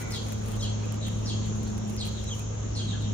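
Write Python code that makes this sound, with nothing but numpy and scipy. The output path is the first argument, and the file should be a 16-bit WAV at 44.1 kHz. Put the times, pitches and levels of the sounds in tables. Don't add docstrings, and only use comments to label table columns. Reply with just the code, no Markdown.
import sys
import numpy as np
from scipy import signal
from scipy.fft import rfft, irfft, next_fast_len
from scipy.io import wavfile

SR = 44100
rng = np.random.default_rng(int(sys.argv[2]) if len(sys.argv) > 2 else 0)


def dump(signal):
    limited = np.clip(np.atleast_2d(signal).T, -1, 1)
    pcm = np.round(limited * 32767).astype(np.int16)
    wavfile.write(sys.argv[1], SR, pcm)


N = 138033
T = np.arange(N) / SR

# time_s, firing_rate_hz, level_db, octave_level_db
ENGINE_COURSE = [(0, 108.6, -36.5, -48), (.3, 106.1, -35, -39.5), (.65, 106.5, -29.5, -39.5),
                 (1.0, 107.4, -32.5, -40.5), (1.42, 106.8, -30.5, -37), (1.75, 106.5, -35, -36.5),
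                 (2.2, 106.2, -35.5, -41), (2.6, 106.1, -33.5, -46), (2.93, 105.2, -30, -43),
                 (3.13, 105.2, -31, -39)]
# multiple_of_firing_rate, level_re_mean_fundamental_db
ENGINE_ORDERS = [(.55, -15), (.7, -17), (1.39, -27), (2.35, -26.5), (3, -33), (5, -30.5)]
ENGINE_LAG_S, OCTAVE_LAG_S, ENGINE_PAN_DB = 0.00032, 0.001, 0.2
ENGINE_WAVER_DB, OCTAVE_WAVER_DB, ORDER_WAVER_DB, ENGINE_JITTER_HZ = 0.43, 1, 3, 0.382

# frequency_hz, relative_density_db (per Hz)
AIR_SPECTRUM = [(22, -23), (35, -6), (60, -1), (90, -3.5), (130, -7), (180, -4), (250, -9), (340, -12),
                (500, -12), (700, -18), (1300, -24), (2000, -32), (3300, -28.5), (5000, -37.5), (7500, -80),
                (11000, -84), (15000, -102.5)]
# time_s, gain_db
BASS_SWELL = [(0, 3), (.3, -0.5), (.65, 6), (.8, -6.5), (1.0, -4), (1.4, 5.5), (1.75, 0.5), (2.0, 1.5),
              (2.35, 1.5), (2.55, 2), (2.9, -2.5), (3.13, 3)]
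# time_s, gain_db
RUMBLE_SWELL = [(0, 0), (.7, 0), (1.0, 1.5), (1.3, 3.5), (1.8, 1.5), (2.4, -2.5), (2.9, 3), (3.13, 3.5)]
# time_s, gain_db
UPPER_SWELL = [(0, 1.5), (.5, 1.5), (1.0, 1.5), (1.8, 0), (3.13, 0)]
# frequency_hz, correlation (-1 to 1)
SIDE_LIKENESS = [(30, 1), (80, 0.78), (140, 0.96), (250, 0.24), (400, 0.31), (650, -0.69), (1100, 0.14),
                 (1600, 0.074), (2500, -0.16), (5000, 0.12), (15000, -0.22)]
AIR_DB, AIR_FLICKER_DB = -36, 1.5

# centre_hz, width_hz, level_db
INSECT_BANDS = [(5720, 440, -56), (6542, 580, -49.5), (7070, 370, -56)]
INSECT_FLICKER_DB = 1.7

# pitch_hz, level_db
HOARSE_PARTIALS = [(764, -56.5), (1150, -62), (1435, -53), (2010, -53), (2280, -53)]
HOARSE_END_S, HOARSE_RELEASE_S = .185, .035
HOARSE_WAVER, HOARSE_SAG_PER_S = .01, .25
HOARSE_ROUGH_HZ, HOARSE_BREATH_DB = 55, -3.5

# centre_s, length_s (between 1/e points), relative_level_db
RUSTLES = [(0.009, 0.045, -42), (0.135, 0.11, -50), (0.285, 0.18, -54), (0.502, 0.14, -50),
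           (0.632, 0.058, -52.5), (0.852, 0.1, -65), (1.07, 0.026, -61), (1.188, 0.3, -61.5),
           (1.477, 0.037, -59), (1.57, 0.043, -65), (1.696, 0.23, -62), (1.92, 0.11, -57),
           (2.068, 0.12, -56.5), (2.232, 0.2, -64), (2.375, 0.093, -53.5)]
# start_s, relative_level_db, pan_db (positive is left)
QUILL_TICKS = [(0.0157, -43, 0), (0.0173, -26, 4), (.108, -28, 3), (0.1207, -21, 1), (.1463, -50, 3),
               (.2665, -30, 0), (.2852, -31, 7), (.322, -26.5, 12), (0.3293, -29, -6), (.4614, -35, -4),
               (.4852, -28, 5), (0.5185, -31, 15), (0.5253, -42, 2), (.5572, -38, 2), (0.5643, -30, -1),
               (.6367, -43, 0), (.8567, -35, -5), (0.9232, -25, -3), (0.943, -28, -1), (0.9583, -32.5, 3),
               (1.0675, -29, -4.5), (1.0745, -34, -5), (1.0837, -25.5, -2), (1.4598, -36, -6),
               (1.4716, -49, -1), (1.5592, -41, -2), (1.6323, -30, 4), (1.6847, -48, 4), (1.7793, -26, -4),
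               (1.8808, -40, 8), (1.8976, -32, -14), (1.903, -35, 8), (1.933, -41, 6), (1.966, -26.5, 3),
               (2.054, -24.5, -2), (2.0669, -29, 0), (2.0745, -24, 4), (2.213, -40, -9), (2.241, -28.5, -5),
               (2.3588, -49, 6), (2.394, -25, -2), (3.0215, -34, -1)]
# frequency_hz, relative_density_db (per Hz)
FEATHER_COLOUR = [(1000, 10), (3000, 6.5), (6000, -1), (8500, 6), (10200, 8), (11800, -10.5), (14500, 6),
                  (16000, -9.5)]
RUSTLE_GRAIN_DB, RUSTLE_GRAINS_PER_S, RUSTLE_FLOOR_DB = 3, 170, -74.5
TICK_DECAY_S, TICK_DB, TICK_TAIL_S, TICK_TAIL_DB = .0008, -10, .004, -24

# time_s from the call's start (before stretching), pitch_hz, relative_level_db, roughness
CHIRP_SHAPE = [(-.002, 6150, -14, .8), (.007, 5700, -6, 1), (.017, 5250, -7, 1.2), (.022, 4400, -7, .6),
               (.027, 4220, -4, .25), (.034, 4190, -1, .4), (.041, 4170, -1, 1), (.052, 4050, -4, 1.2),
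               (.062, 3750, -13, .8)]
CHIRP_CLOSE_SHAPE = [(.049, 3020, -15, .2), (.054, 3240, -4, .15), (.06, 3330, 0, .12), (.068, 3280, 0, .2),
                     (.075, 3130, -4, .45), (.085, 2880, -13, .5)]
CHEEP_SHAPE = [(0, 4000, -14, .15), (.02, 3850, -6, .15), (.031, 3000, -13, .1), (.043, 3330, 0, .05),
               (.054, 3220, 0, .05), (.068, 2930, -4, .05), (.076, 2850, -18, .1)]
FAR_SHAPE = [(0, 4200, -10, .5), (.008, 3950, -2, .45), (.028, 3800, -1, .7), (.04, 3600, -2, .9),
             (.048, 3320, -3, .7), (.058, 3200, -1, .3), (.072, 3100, -6, .6), (.083, 2950, -14, .7)]
# start_s, relative_level_db, length_factor, pan_db (positive is left)
CHIRPS = [(.108, -41, 0.86, 1.5), (0.604, -40, 0.85, 1), (1.252, -40.5, 0.9, 1), (1.971, -41, 0.9, 0),
          (2.734, -41, 1.03, 1)]
CHEEPS = [(0.592, -38, 0.88, 2), (2.271, -38, 1, 2)]
FAR_CHIRPS = [(1.008, -43, 0.92, 0.5), (1.41, -53, 0.59, 7), (2.135, -52, 1.07, 8.5), (2.864, -44, 1, 0.5),
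              (2.996, -50, 1.14, 0)]
RASP_PER_S, RASP_DB = 331, 9.5
BUZZ_HZ, BUZZ_DEPTH_RAD, BUZZ_JITTER = 350, 1.2, .25
OVERTONE_DB, OVERTONE_BELOW_HZ = -7.5, 4800
BIRD_LAG_S = .00007

# start_s, length_s, top_pitch_hz (before waver), peak_level_db
PEEPS = [(0.519, 0.045, 3250, -53.5), (0.826, 0.037, 2570, -52), (0.876, 0.042, 2750, -54.5),
         (0.923, .04, 3180, -59), (1.651, .05, 4320, -54.5), (2.393, 0.04, 2600, -55),
         (2.924, 0.051, 1676, -48.5)]
PEEP_ARCH, PEEP_WAVER = 0.11, 0.05

# delay_s (before side skew), level_db
WALL_ECHOES = [(.027, -11), (.052, -10.5), (.074, -13)]
WALL_SKEW_S = .002
YARD_T60_S, YARD_ONSET_S, YARD_DULL_HZ = 1, 0.013, 6130
EARLY_T60_S, EARLY_DB = 0.12, 8.5
CLOSE_DB, FAR_DIRECT_DB = -.5, -5
NEAR_WET_DB, CHEEP_WET_DB, FAR_WET_DB = 2.5, -8, 2
BIRD_TOP_HZ, CUTOFF_HZ = 9200, 15700


def from_db(db):
    return 10 ** (np.asarray(db) / 20)


def rms_one(x):
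    return x / np.sqrt(np.mean(x ** 2) + 1e-20)


def in_time(rows, t=T):
    s, *columns = np.transpose(rows)
    return [np.interp(t, s, column) for column in columns]


def at_hz(points, hz):
    point_hz, value = np.array(points).T
    return np.interp(np.log(hz + 1), np.log(point_hz), value)


def drift(rate):
    pole = np.exp(-2 * np.pi * rate / SR)
    noise = rng.standard_normal(N + SR)
    settled = signal.lfilter([1], [1, -2 * pole, pole * pole], noise)[SR:]
    return rms_one(settled)


def panned(x, pan_db):
    return x * from_db([[pan_db / 2], [-pan_db / 2]])


def low_pass(x, order, hz):
    return signal.sosfilt(signal.butter(order, hz, fs=SR, output="sos"), x)


def band_pass(x, low, high):
    return signal.sosfilt(signal.butter(2, [low, high], "band", fs=SR, output="sos"), x)


def noise_band(hz, width):
    return rms_one(band_pass(rng.standard_normal((2, N)), hz - width / 2, hz + width / 2))


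def engine():
    hz, db, octave_db = in_time(ENGINE_COURSE)
    turns = np.cumsum(hz + ENGINE_JITTER_HZ * drift(4.1)) / SR

    def partial(multiple, level_db, lag):
        side_turns = turns - hz * np.array([[0], [lag]])
        tone = np.sin(2 * np.pi * (multiple * side_turns + rng.random()))
        return np.sqrt(2) * from_db(level_db) * tone

    out = partial(1, db + ENGINE_WAVER_DB * drift(2.4), ENGINE_LAG_S)
    out = out + partial(2, octave_db + OCTAVE_WAVER_DB * drift(8.6), OCTAVE_LAG_S)
    for multiple, relative_db in ENGINE_ORDERS:
        level_db = db.mean() + relative_db + ORDER_WAVER_DB * drift(8.4)
        out = out + partial(multiple, level_db, ENGINE_LAG_S)
    return panned(out, ENGINE_PAN_DB)


def air():
    edges = 20 * 2 ** (np.arange(30) / 3)
    white = rng.standard_normal((2, 2, N))
    (bass_db,), (rumble_db,), (upper_db,) = in_time(BASS_SWELL), in_time(RUMBLE_SWELL), in_time(UPPER_SWELL)
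    out = 0
    for k, (low, high) in enumerate(zip(edges, edges[1:])):
        mid, side = band_pass(white[k % 2], low, high)
        hz = np.sqrt(low * high)
        alike = np.clip(at_hz(SIDE_LIKENESS, hz), -.97, .97)
        swell_db = bass_db if hz < 120 else rumble_db if hz < 400 else upper_db
        gain = from_db(at_hz(AIR_SPECTRUM, hz) + swell_db + AIR_FLICKER_DB * drift(8.4))
        out = out + gain * (np.sqrt(1 + alike) * mid + np.sqrt(1 - alike) * side * [[1], [-1]])
    return from_db(AIR_DB) * rms_one(out)


def insects():
    out = 0
    for hz, width, db in INSECT_BANDS:
        out = out + noise_band(hz, width) * from_db(db + INSECT_FLICKER_DB * drift(6.4))
    return out


def hoarse_note():
    sag = HOARSE_SAG_PER_S * (np.minimum(T, HOARSE_END_S) - HOARSE_END_S / 2)
    bend = 1 + HOARSE_WAVER * drift(25) - sag
    out = 0
    for hz, db in HOARSE_PARTIALS:
        rough_hz = HOARSE_ROUGH_HZ * np.array([drift(RASP_PER_S), drift(RASP_PER_S)])
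        turns = np.cumsum(hz * bend + rough_hz, axis=1) / SR + rng.random((2, 1))
        tone = np.sqrt(2) * np.sin(2 * np.pi * turns)
        breath = from_db(HOARSE_BREATH_DB) * noise_band(hz, 200)
        out = out + from_db(db) * (tone + breath)
    return out * np.clip((HOARSE_END_S - T) / HOARSE_RELEASE_S, 0, 1)


def feathers():
    brush = from_db(RUSTLE_FLOOR_DB)
    for centre, length, db in RUSTLES:
        brush = brush + from_db(db) * np.exp(-(2 * (T - centre) / length) ** 2)
    level = brush * rms_one(from_db(RUSTLE_GRAIN_DB * drift(RUSTLE_GRAINS_PER_S)))
    for s, db, pan_db in QUILL_TICKS:
        age = np.clip(T - s, 0, .2)
        snap = from_db(TICK_DB) * np.exp(-age / TICK_DECAY_S)
        tail = from_db(TICK_TAIL_DB) * np.exp(-age / TICK_TAIL_S)
        level = level + panned((T >= s) * from_db(db) * (snap + tail), pan_db)
    size = next_fast_len(N)
    colour = from_db(at_hz(FEATHER_COLOUR, np.fft.rfftfreq(size, 1 / SR)))
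    noise = irfft(rfft(rng.standard_normal((2, size))) * colour, size)[:, :N]
    return level * rms_one(noise)


def calls(shape, rows):
    out, shake, flutter = np.zeros((2, N)), drift(RASP_PER_S), drift(RASP_PER_S)
    buzz = BUZZ_DEPTH_RAD * np.sin(2 * np.pi * np.cumsum(BUZZ_HZ * (1 + BUZZ_JITTER * shake)) / SR)
    for s, db, length, pan_db in rows:
        t = (T - s) / length
        on = (t > shape[0][0]) & (t < shape[-1][0])
        hz, level_db, rough = in_time(shape, t[on])
        phase = 2 * np.pi * np.cumsum(hz) / SR + rough * (buzz[on] + shake[on])
        phase = phase - 2 * np.pi * hz * np.array([[0], [BIRD_LAG_S]])
        rasp_db = RASP_DB * rough * np.tanh(flutter[on])
        level = from_db(db + level_db + rasp_db) * signal.windows.tukey(len(hz), .1)
        low_note = 1 / (1 + (hz / OVERTONE_BELOW_HZ) ** 20)
        octave = from_db(OVERTONE_DB) * low_note * np.sin(2 * phase)
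        out[:, on] += panned(level * (np.sin(phase) + octave), pan_db)
    return np.sqrt(2) * out


def peeps():
    out, waver = np.zeros(N), PEEP_WAVER * drift(RASP_PER_S)
    for s, length, top_hz, db in PEEPS:
        arch = np.sin(np.pi * np.clip((T - s) / length, 0, 1))
        hz = top_hz * (1 + waver + PEEP_ARCH * (arch - 1))
        out += np.sqrt(2) * from_db(db) * arch * np.sin(2 * np.pi * np.cumsum(hz) / SR)
    return out


def yard(x):
    t = T[:SR]
    late = from_db(-60 * t / YARD_T60_S)
    early = from_db(EARLY_DB - 60 * t / EARLY_T60_S)
    decay = (late + early) * np.minimum(t / YARD_ONSET_S, 1)
    response = rng.standard_normal((2, SR)) * decay / np.sqrt(np.sum(decay ** 2))
    return signal.fftconvolve(x, low_pass(response, 3, YARD_DULL_HZ), axes=1)[:, :N]


def walls(x):
    out = 0
    for delay, db in WALL_ECHOES:
        sides = []
        for side in x:
            skew = WALL_SKEW_S * rng.uniform(-0.977, 1)
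            sides.append(np.interp(T - delay + skew, T, side, left=0))
        out = out + from_db(db) * np.array(sides)
    return out


def birds():
    harsh = calls(CHIRP_SHAPE, CHIRPS) + from_db(CLOSE_DB) * calls(CHIRP_CLOSE_SHAPE, CHIRPS)
    clear = calls(CHEEP_SHAPE, CHEEPS) + peeps()
    far = calls(FAR_SHAPE, FAR_CHIRPS)
    sent = from_db(NEAR_WET_DB) * harsh + from_db(CHEEP_WET_DB) * clear + from_db(FAR_WET_DB) * far
    echoes = yard(sent) + walls(harsh)
    direct = harsh + clear + from_db(FAR_DIRECT_DB) * far
    return low_pass(direct + echoes + hoarse_note(), 8, BIRD_TOP_HZ)


def scene():
    return engine() + air() + insects() + birds() + feathers()


def record(dry):
    return signal.sosfilt(signal.ellip(10, .1, 80, CUTOFF_HZ, fs=SR, output="sos"), dry)


dry = scene()
out = record(dry)
dump(out)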